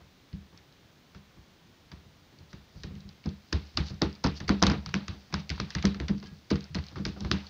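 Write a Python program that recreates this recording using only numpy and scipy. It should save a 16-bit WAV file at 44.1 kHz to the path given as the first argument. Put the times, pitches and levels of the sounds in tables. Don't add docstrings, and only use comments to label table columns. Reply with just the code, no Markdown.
import sys
import numpy as np
from scipy import signal
from scipy.fft import rfft, irfft
from scipy.io import wavfile

SR = 44100
rng = np.random.default_rng(int(sys.argv[2]) if len(sys.argv) > 2 else 0)


def materialize(psi):
    bounded = np.clip(np.atleast_2d(psi).T, -1, 1)
    quanta = np.round(bounded * 32767).astype(np.int16)
    wavfile.write(sys.argv[1], SR, quanta)


def volts(x):
    e = np.asarray(x, float) / 20
    return 10 ** e


N = 330597


def at_hz(points, hz):
    points = np.array(points)
    return np.interp(np.log(hz), np.log(points[:, 0]), points[:, 1])


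def rms_one(x):
    return x / np.sqrt(np.mean(x ** 2) + 1e-20)


def band(x, low_hz, high_hz):
    return signal.sosfilt(signal.butter(2, [low_hz, high_hz], "band", fs=SR, output="sos"), x)


def resonance(x, hz, width_hz):
    r = np.exp(-np.pi * width_hz / SR)
    poles = [1, -2 * r * np.cos(2 * np.pi * hz / SR), r * r]
    return signal.lfilter([(1 - r * r) / 2, 0, (r * r - 1) / 2], poles, x)


def ring(force, hz, t60_s):
    r = volts(-60 / (t60_s * SR))
    w = 2 * np.pi * hz / SR
    return signal.lfilter([0, np.sin(w)], [1, -2 * r * np.cos(w), r * r], force + 1e-18)


def add(track, start_s, piece):
    i = round(start_s * SR)
    track[i:i + len(piece)] += piece[:N - i]


def contacts():
    # start in seconds, cupped-air level in dB, sharp level in dB,
    # cupped-air pitch in Hz, squirt length in seconds.
    palm_slaps = [(2.8343, -41.5, -34, 1670, 0.0063), (3.5273, -27.5, -20.5, 1690, 0.0034),
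                  (3.7727, -25, -15, 1300, 0.003), (4.019, -25.5, -16, 980, 0.00046),
                  (4.2406, -26, -20, 1000, 0.0084), (4.4801, -34.5, -24.5, 1820, 0.0072),
                  (4.4927, -21.5, -19, 1340, .0012), (4.626, -19, -10.5, 1170, 0.00087),
                  (4.667, -24.5, -13, 1190, 0.0029), (4.6986, -27.5, -26, 1120, 0.0024),
                  (4.861, -37, -33.5, 1200, 0.0026), (4.9415, -21.5, -37, 1860, 0.00071),
                  (5.0814, -35, -26.5, 1180, .0021), (5.3406, -25, -26, 1404, 0.0021),
                  (5.5017, -30.5, -24, 1840, 0.0018), (5.6, -27, -25.5, 1220, .002),
                  (5.7505, -29.5, -23, 1690, 0.003), (5.8533, -26.5, -16.5, 1240, 0.0016),
                  (6.0006, -35, -34.5, 1780, 0.0007), (6.0826, -34, -31, 1650, 0.0082),
                  (6.5035, -35, -24.5, 1660, 0.0063), (6.7466, -35.5, -28.5, 2000, 0.0032),
                  (7.052, -31, -26, 1760, 0.0036), (7.3145, -21.5, -13, 1210, 0.00082)]
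    # start in seconds, cupped-air level in dB,
    # sharp level in dB, cupped-air pitch in Hz.
    finger_taps = [(0.3293, -55, -54, 1870), (1.1475, -47.5, -49, 1480), (1.916, -45.5, -42, 1500),
                   (2.53, -46, -43.5, 1530), (3.24, -50, -63.5, 2380), (3.897, -54, -38.5, 1390),
                   (4.262, -26.5, -35, 970), (4.4028, -38, -35, 1700), (4.6194, -31, -44, 1100),
                   (4.6344, -18.5, -22, 1000), (4.7173, -29.5, -34.5, 980), (4.8908, -43.5, -41, 1224),
                   (4.912, -54, -55, 1210), (4.951, -36.5, -38, 1790), (5.11, -48, -56, 1240),
                   (5.3258, -38.5, -37, 1420), (5.4933, -37.5, -28, 2330), (5.5787, -40.5, -50, 1050),
                   (5.7046, -40.5, -29.5, 1820), (5.7837, -36.5, -53, 1960), (5.8252, -36, -30.5, 1800),
                   (5.945, -40, -60, 1410), (6.2276, -44.5, -60, 1320), (6.5069, -42, -32, 1230),
                   (6.556, -37.5, -41, 1610), (6.7855, -39.5, -42, 1410), (6.9581, -39, -60, 1280),
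                   (6.983, -45, -60, 1420), (7.2476, -37.5, -43.5, 1280), (7.444, -50.5, -51, 1070)]
    # start in seconds, level in dB, pitch in Hz.
    oil_snaps = [(0.5751, -45.5, 4860), (0.7248, -53.5, 3870), (2.387, -51, 4570), (2.953, -45.5, 2960),
                 (3.005, -46.5, 3960), (3.0907, -43.5, 3760), (3.259, -38.5, 5030), (3.2903, -40, 3500),
                 (3.67, -49, 5040), (3.943, -48, 3240), (4.128, -47.5, 4900), (4.152, -46, 4820),
                 (4.2705, -31.5, 4430), (4.3144, -45, 3510), (6.1998, -47, 4470), (6.2397, -49, 4890),
                 (6.2593, -47, 4600), (6.5127, -28.5, 4700), (6.6076, -39, 3500), (6.6413, -41, 5150),
                 (6.7518, -28.5, 4060), (6.8394, -43, 3150), (6.8662, -42, 4520), (6.8846, -41, 4260),
                 (6.9143, -51, 5060), (7.0644, -34, 5340), (7.206, -34.5, 3870), (7.3844, -46, 3400),
                 (7.4674, -39.5, 4330)]
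    finger_squirt_s, snap_squirt_s = 0.0031, 0.0017
    lead_s, lead_db = 0.0028, -22
    rows = [tuple(row) for row in palm_slaps]
    rows += [tuple(row) + (finger_squirt_s,) for row in finger_taps]
    for s, cup_db, sharp_db, hz, _ in palm_slaps:
        rows.append((s - lead_s, cup_db + lead_db, sharp_db + lead_db, hz, finger_squirt_s))
    for s, db, hz in oil_snaps:
        rows.append((s, db - 11.5, db - 1.5, hz, snap_squirt_s))
    s, cup_db, sharp_db, cup_hz, squirt_s = np.transpose(rows)
    wall_power = volts(cup_db + 4.5) ** 2 + volts(sharp_db - 0.5) ** 2
    wall_db = 0.76 * 10 * np.log10(wall_power)
    return np.transpose([s, wall_db, cup_db, sharp_db, cup_hz, squirt_s])


def landings():
    # start in seconds, heel weight into the table in dB,
    # knock on the tray in dB, palm smack in dB.
    soft_presses = [(.004, -60, -70, -33.5), (0.325, -41.5, -43.5, -49), (0.526, -58, -58.5, -35),
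                    (1.146, -55, -52.5, -38), (1.365, -55, -61, -40), (1.916, -49.5, -51.5, -35),
                    (2.05, -57, -60.5, -63), (2.397, -53.5, -60, -41), (2.528, -51, -49, -36),
                    (2.751, -42.5, -56, -37), (2.835, -40.5, -40, -33.5), (2.901, -50, -44, -37),
                    (2.955, -50, -50, -49), (3.045, -49.5, -48.5, -51), (3.253, -39.5, -33.5, -22.5),
                    (3.9, -40, -42, -29.5), (4.402, -37.5, -43.5, -24), (4.859, -40, -46.5, -38),
                    (5.081, -40, -43, -36), (5.139, -58, -51, -38), (5.949, -49, -41.5, -34),
                    (6.128, -49, -39, -39), (6.226, -54, -44.5, -29.5), (6.306, -48, -50, -46),
                    (7.161, -54, -46.5, -24), (2.321, -70, -59.5, -41), (3.744, -43, -52, -50),
                    (5.299, -55, -59, -34), (6.691, -44, -54, -50), (6.91, -49, -49, -34)]
    # start in seconds, heel weight in dB, knock on the tray
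    # in dB, palm smack in dB, shake of the rim in dB.
    outer_bout_pats = [(3.523, -30.5, -38.5, -17, -34.5), (3.771, -30.5, -37, -17.5, -36.5),
                       (4.014, -33.5, -30, -6, -26), (4.24, -31, -26, -5, -26), (4.483, -31, -31, -38, -30),
                       (4.493, -36.5, -24, -6.5, -27), (4.62, -28.5, -25, .5, -24.5),
                       (4.666, -30, -25, -7.5, -31), (4.699, -38.5, -37, -11, -30.5),
                       (4.726, -37, -32, -13.5, -39), (4.936, -42, -29.5, -17.5, -36),
                       (6.507, -33.5, -26.5, -12, -25.5), (6.748, -33, -33, -16.5, -38),
                       (6.959, -44.5, -37.5, -21, -41), (6.989, -40, -35.5, -32, -40.5),
                       (7.052, -37, -36, -21.5, -37), (7.204, -37.5, -37.5, -26, -44),
                       (7.245, -37, -34.5, -20.5, -41), (7.309, -35, -24, -25, -32.5)]
    # start in seconds, heel weight in dB, knock on the tray in dB,
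    # palm smack in dB, shake of the rim in dB.
    middle_bout_pats = [
        (5.327, -39, -33.5, -22, -42),
        (5.353, -47.5, -34, -23, -50),
        (5.499, -35, -41, -39, -43.5),
        (5.595, -38, -31, -31, -39),
        (5.748, -33, -40, -20, -42),
        (5.837, -32, -22.5, -12, -28),
        (5.997, -35, -39.5, -20.5, -39),
        (6.09, -39, -25.5, -20, -35.5),
    ]
    rows = []
    for s, heel_db, knock_db, smack_db in soft_presses:
        rim_db = 0.65 * knock_db + (1 - 0.65) * smack_db - 9.5
        rows.append((s, heel_db, knock_db, smack_db, rim_db))
    rows += [tuple(row) for row in outer_bout_pats] + [tuple(row) for row in middle_bout_pats]
    s, table_db, tray_db, smack_db, rim_db = np.transpose(rows)
    sag_db = 0.61 * table_db + (1 - 0.61) * tray_db + 1.2
    return np.transpose([s, smack_db, table_db, sag_db, tray_db, rim_db])


def own_hiss():
    # frequency in Hz, density in dB
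    # per Hz.
    noise_density = [(15, -48.5), (25, -12), (82, 0), (157, -0.5), (236, -4.5), (476, -11), (659, -13),
                     (911, -14.5),
                     (2910, -17.5), (3620, -16), (6380, -24), (8140, -35.5), (13600, -39), (14800, -27.5),
                    (15600, -29.5), (15850, -57.5)]
    hz = np.maximum(np.fft.rfftfreq(N, 1 / SR), 1)
    colour = volts(at_hz(noise_density, hz))
    return volts(-59.5) * rms_one(irfft(rfft(rng.standard_normal(N)) * colour, N))


def kitchen():
    # frequency in Hz, t60 in seconds, density in dB per Hz.
    wall_answer = np.array([(700, 0.52, -31.5), (1500, 0.34, -28), (3070, 0.33, -28), (5300, 0.18, -43),
                            (6540, 0.18, -39.5), (8100, 0.33, -36)])
    delay_s, build_s = 0.0033, 0.0006
    tilt, patchy_db = 0.1, 2.5
    rows = contacts()
    at = np.minimum(((rows[:, 0] + delay_s) * SR).astype(int), N - 1)
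    bright_db = np.clip(rows[:, 3] - rows[:, 2] - 4, -10, 10)
    build = np.exp(-1 / (build_s * SR))
    edges_hz = 500 * 2 ** np.arange(0, 4.6, 0.5)
    white = rng.standard_normal((2, N))
    knots = np.arange(N // 400 + 2)
    out = np.zeros(N)
    for k, (low_hz, high_hz) in enumerate(zip(edges_hz, edges_hz[1:])):
        hz = np.sqrt(low_hz * high_hz)
        energy = np.full(N, 1e-18)
        energy[at] = volts(rows[:, 1] + tilt * bright_db * np.log2(hz / 2500)) ** 2
        fade = volts(-120 / (at_hz(wall_answer, hz) * SR))
        left = signal.lfilter([1 - build], np.convolve([1, -build], [1, -fade]), energy)
        clumps = np.interp(np.arange(N) / 400, knots, rng.standard_normal(len(knots)))
        gain = volts(at_hz(wall_answer[:, ::2], hz) + patchy_db * clumps)
        out += gain * np.sqrt(left) * band(white[k % 2], low_hz, high_hz)
    return volts(7.5) * out


def clink():
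    # frequency in Hz, level in dB, t60 in seconds.
    bracelet_modes = [(1650, -0.5, 0.27), (3120, -1, 0.073), (4700, -18, 0.076)]
    touch = np.zeros(N)
    add(touch, 6.259, volts([-54]))
    return sum(volts(level_db) * ring(touch, hz, t60_s) for hz, level_db, t60_s in bracelet_modes)


def peel():
    # strongest moment in seconds, hiss level in dB,
    # time to swell or fade 20 dB in seconds (zero or less: shortest).
    palm_lifts = [(2.51, -59.5, -0.6), (2.8, -63.5, 0.16), (3.628, -63.5, 0.46), (3.88, -47, 0.06),
                  (4.114, -70, 0.5), (4.37, -45, 0.03), (4.6, -54, -3), (4.9, -72.5, 0.8), (5.17, -66.5, 4),
                  (5.4, -48.5, -2), (5.56, -52, -0.6), (5.72, -57.5, 0.16), (5.95, -59, -2),
                  (6.18, -55, -1.6), (6.27, -54, -0.37), (6.6, -63, -2), (6.846, -60.5, -0.3),
                  (7.09, -48.5, -0.16), (7.45, -60, 1.5)]
    ticks_per_s, tick_db = 130, -2
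    t = np.arange(N) / SR
    sizes = volts(1.33 * np.minimum(rng.exponential(1, N), 5)) * rng.choice([-1, 1], N)
    ticks = sizes * (rng.random(N) < ticks_per_s / SR)
    film = rms_one(rng.standard_normal(N)) + volts(tick_db) * rms_one(ticks)
    coarse_t = t[::64]
    pull = np.zeros(len(coarse_t))
    for s, db, fade_s in palm_lifts:
        pull += volts(db - 20 * np.abs(coarse_t - s) / max(fade_s, 0.02)) ** 2
    return volts(-1) * np.interp(t, coarse_t, np.sqrt(pull)) * rms_one(band(film, 2130, 11300))


def smacks():
    rise_s, fall_s = 0.0015, 0.027
    out, rows = np.zeros(N), landings()
    t = np.arange(3000) / SR
    shape = (1 - np.exp(-t / rise_s)) ** 2 * np.exp(-t / fall_s)
    for row, noise in zip(rows, rng.standard_normal((len(rows), 3000))):
        add(out, row[0], volts(row[1] - 31.5) * rms_one(band(noise * shape, 260, 1300)))
    return out


def thuds():
    # frequency in Hz, level in dB, t60 in seconds.
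    table_modes = [(55.8, -2, 0.11), (67.4, -0.5, 0.25), (75.9, -1, 0.35), (89.7, 4, 0.16),
                   (105.6, -11, 0.08)]
    # frequency in Hz, level in dB, t60 in seconds.
    sag_modes = [(131, -4.5, 0.19), (150.6, -1.5, 0.25), (168.9, 0, 0.16)]
    # frequency in Hz, level in dB, t60 in seconds.
    tray_modes = [(184.8, -3.5, 0.16), (197.4, 0, 0.29), (214.4, -10.5, 0.33)]
    # frequency in Hz, level in dB, t60 in seconds.
    rim_modes = [(249.7, 4.5, 0.12), (276, -1.5, 0.2), (293.1, -0.5, 0.24), (330.8, 3, 0.16),
                 (371.6, -1.5, 0.17), (394, -5, 0.23), (447, -7, 0.21), (472.4, -7, 0.22),
                 (530.2, -10, 0.16), (634, -9.5, 0.12)]
    push_s = [0.0064, 0.0054, 0.0056, 0.0025]
    trim_db = [6.24, 6.7, 6.94, 0.37]
    out, rows = np.zeros(N), landings()
    t = np.arange(3500) / SR
    for part, modes in enumerate((table_modes, sag_modes, tray_modes, rim_modes)):
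        u = t / push_s[part]
        for hz, level_db, t60_s in modes:
            force = np.zeros(N)
            luck = rng.standard_normal((len(rows), 3))
            for row, (gain, phase, detune) in zip(rows, luck):
                push_hz = hz * (1 + 0.069 * detune)
                lump = u * np.exp(-u) * np.sin(2 * np.pi * push_hz * t + 0.8 * phase)
                strength = volts(row[2 + part] + level_db + 1.96 * gain)
                add(force, row[0], lump / np.abs(lump).sum() * strength)
            out += volts(trim_db[part]) * ring(force, hz, t60_s)
    return out


def cracks():
    out, rows = np.zeros(N), contacts()
    t = np.arange(1500) / SR
    noise = rng.standard_normal((len(rows), 2, 1500))
    for (s, _, cup_db, sharp_db, cup_hz, squirt_s), (cup_noise, sharp_noise) in zip(rows, noise):
        squirt_s = np.clip(squirt_s, 0.0004, 0.007)
        cup = resonance(cup_noise * np.exp(-t / squirt_s), cup_hz, 530)
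        burst = np.exp(-t / squirt_s / 0.92) + 2.4 * np.exp(-t / 0.00039)
        sharp = band(sharp_noise * burst, 3530, 17200)
        add(out, s, volts(cup_db - 12) * rms_one(cup) + volts(sharp_db - 17) * rms_one(sharp))
    return out


def scene():
    return (kitchen() + clink() + peel() + smacks() + thuds() + cracks())[None]


def top_cut(x):
    return signal.sosfilt(signal.butter(12, 16510, fs=SR, output="sos"), x)


def record(dry):
    lifted = dry + (volts(10) - 1) * resonance(dry, 4600, 940)
    dull = signal.sosfilt(signal.butter(12, 6244, fs=SR, output="sos"), lifted)
    leak = volts(-31) * signal.sosfilt(signal.butter(2, 10200, fs=SR, output="sos"), dry)
    heard = signal.sosfilt(signal.butter(4, 39.3, "high", fs=SR, output="sos"), dull + leak)
    heard = signal.sosfilt(signal.butter(10, 15800, fs=SR, output="sos"), heard)
    return top_cut(heard + own_hiss())


dry = scene()
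out = record(dry)
materialize(out)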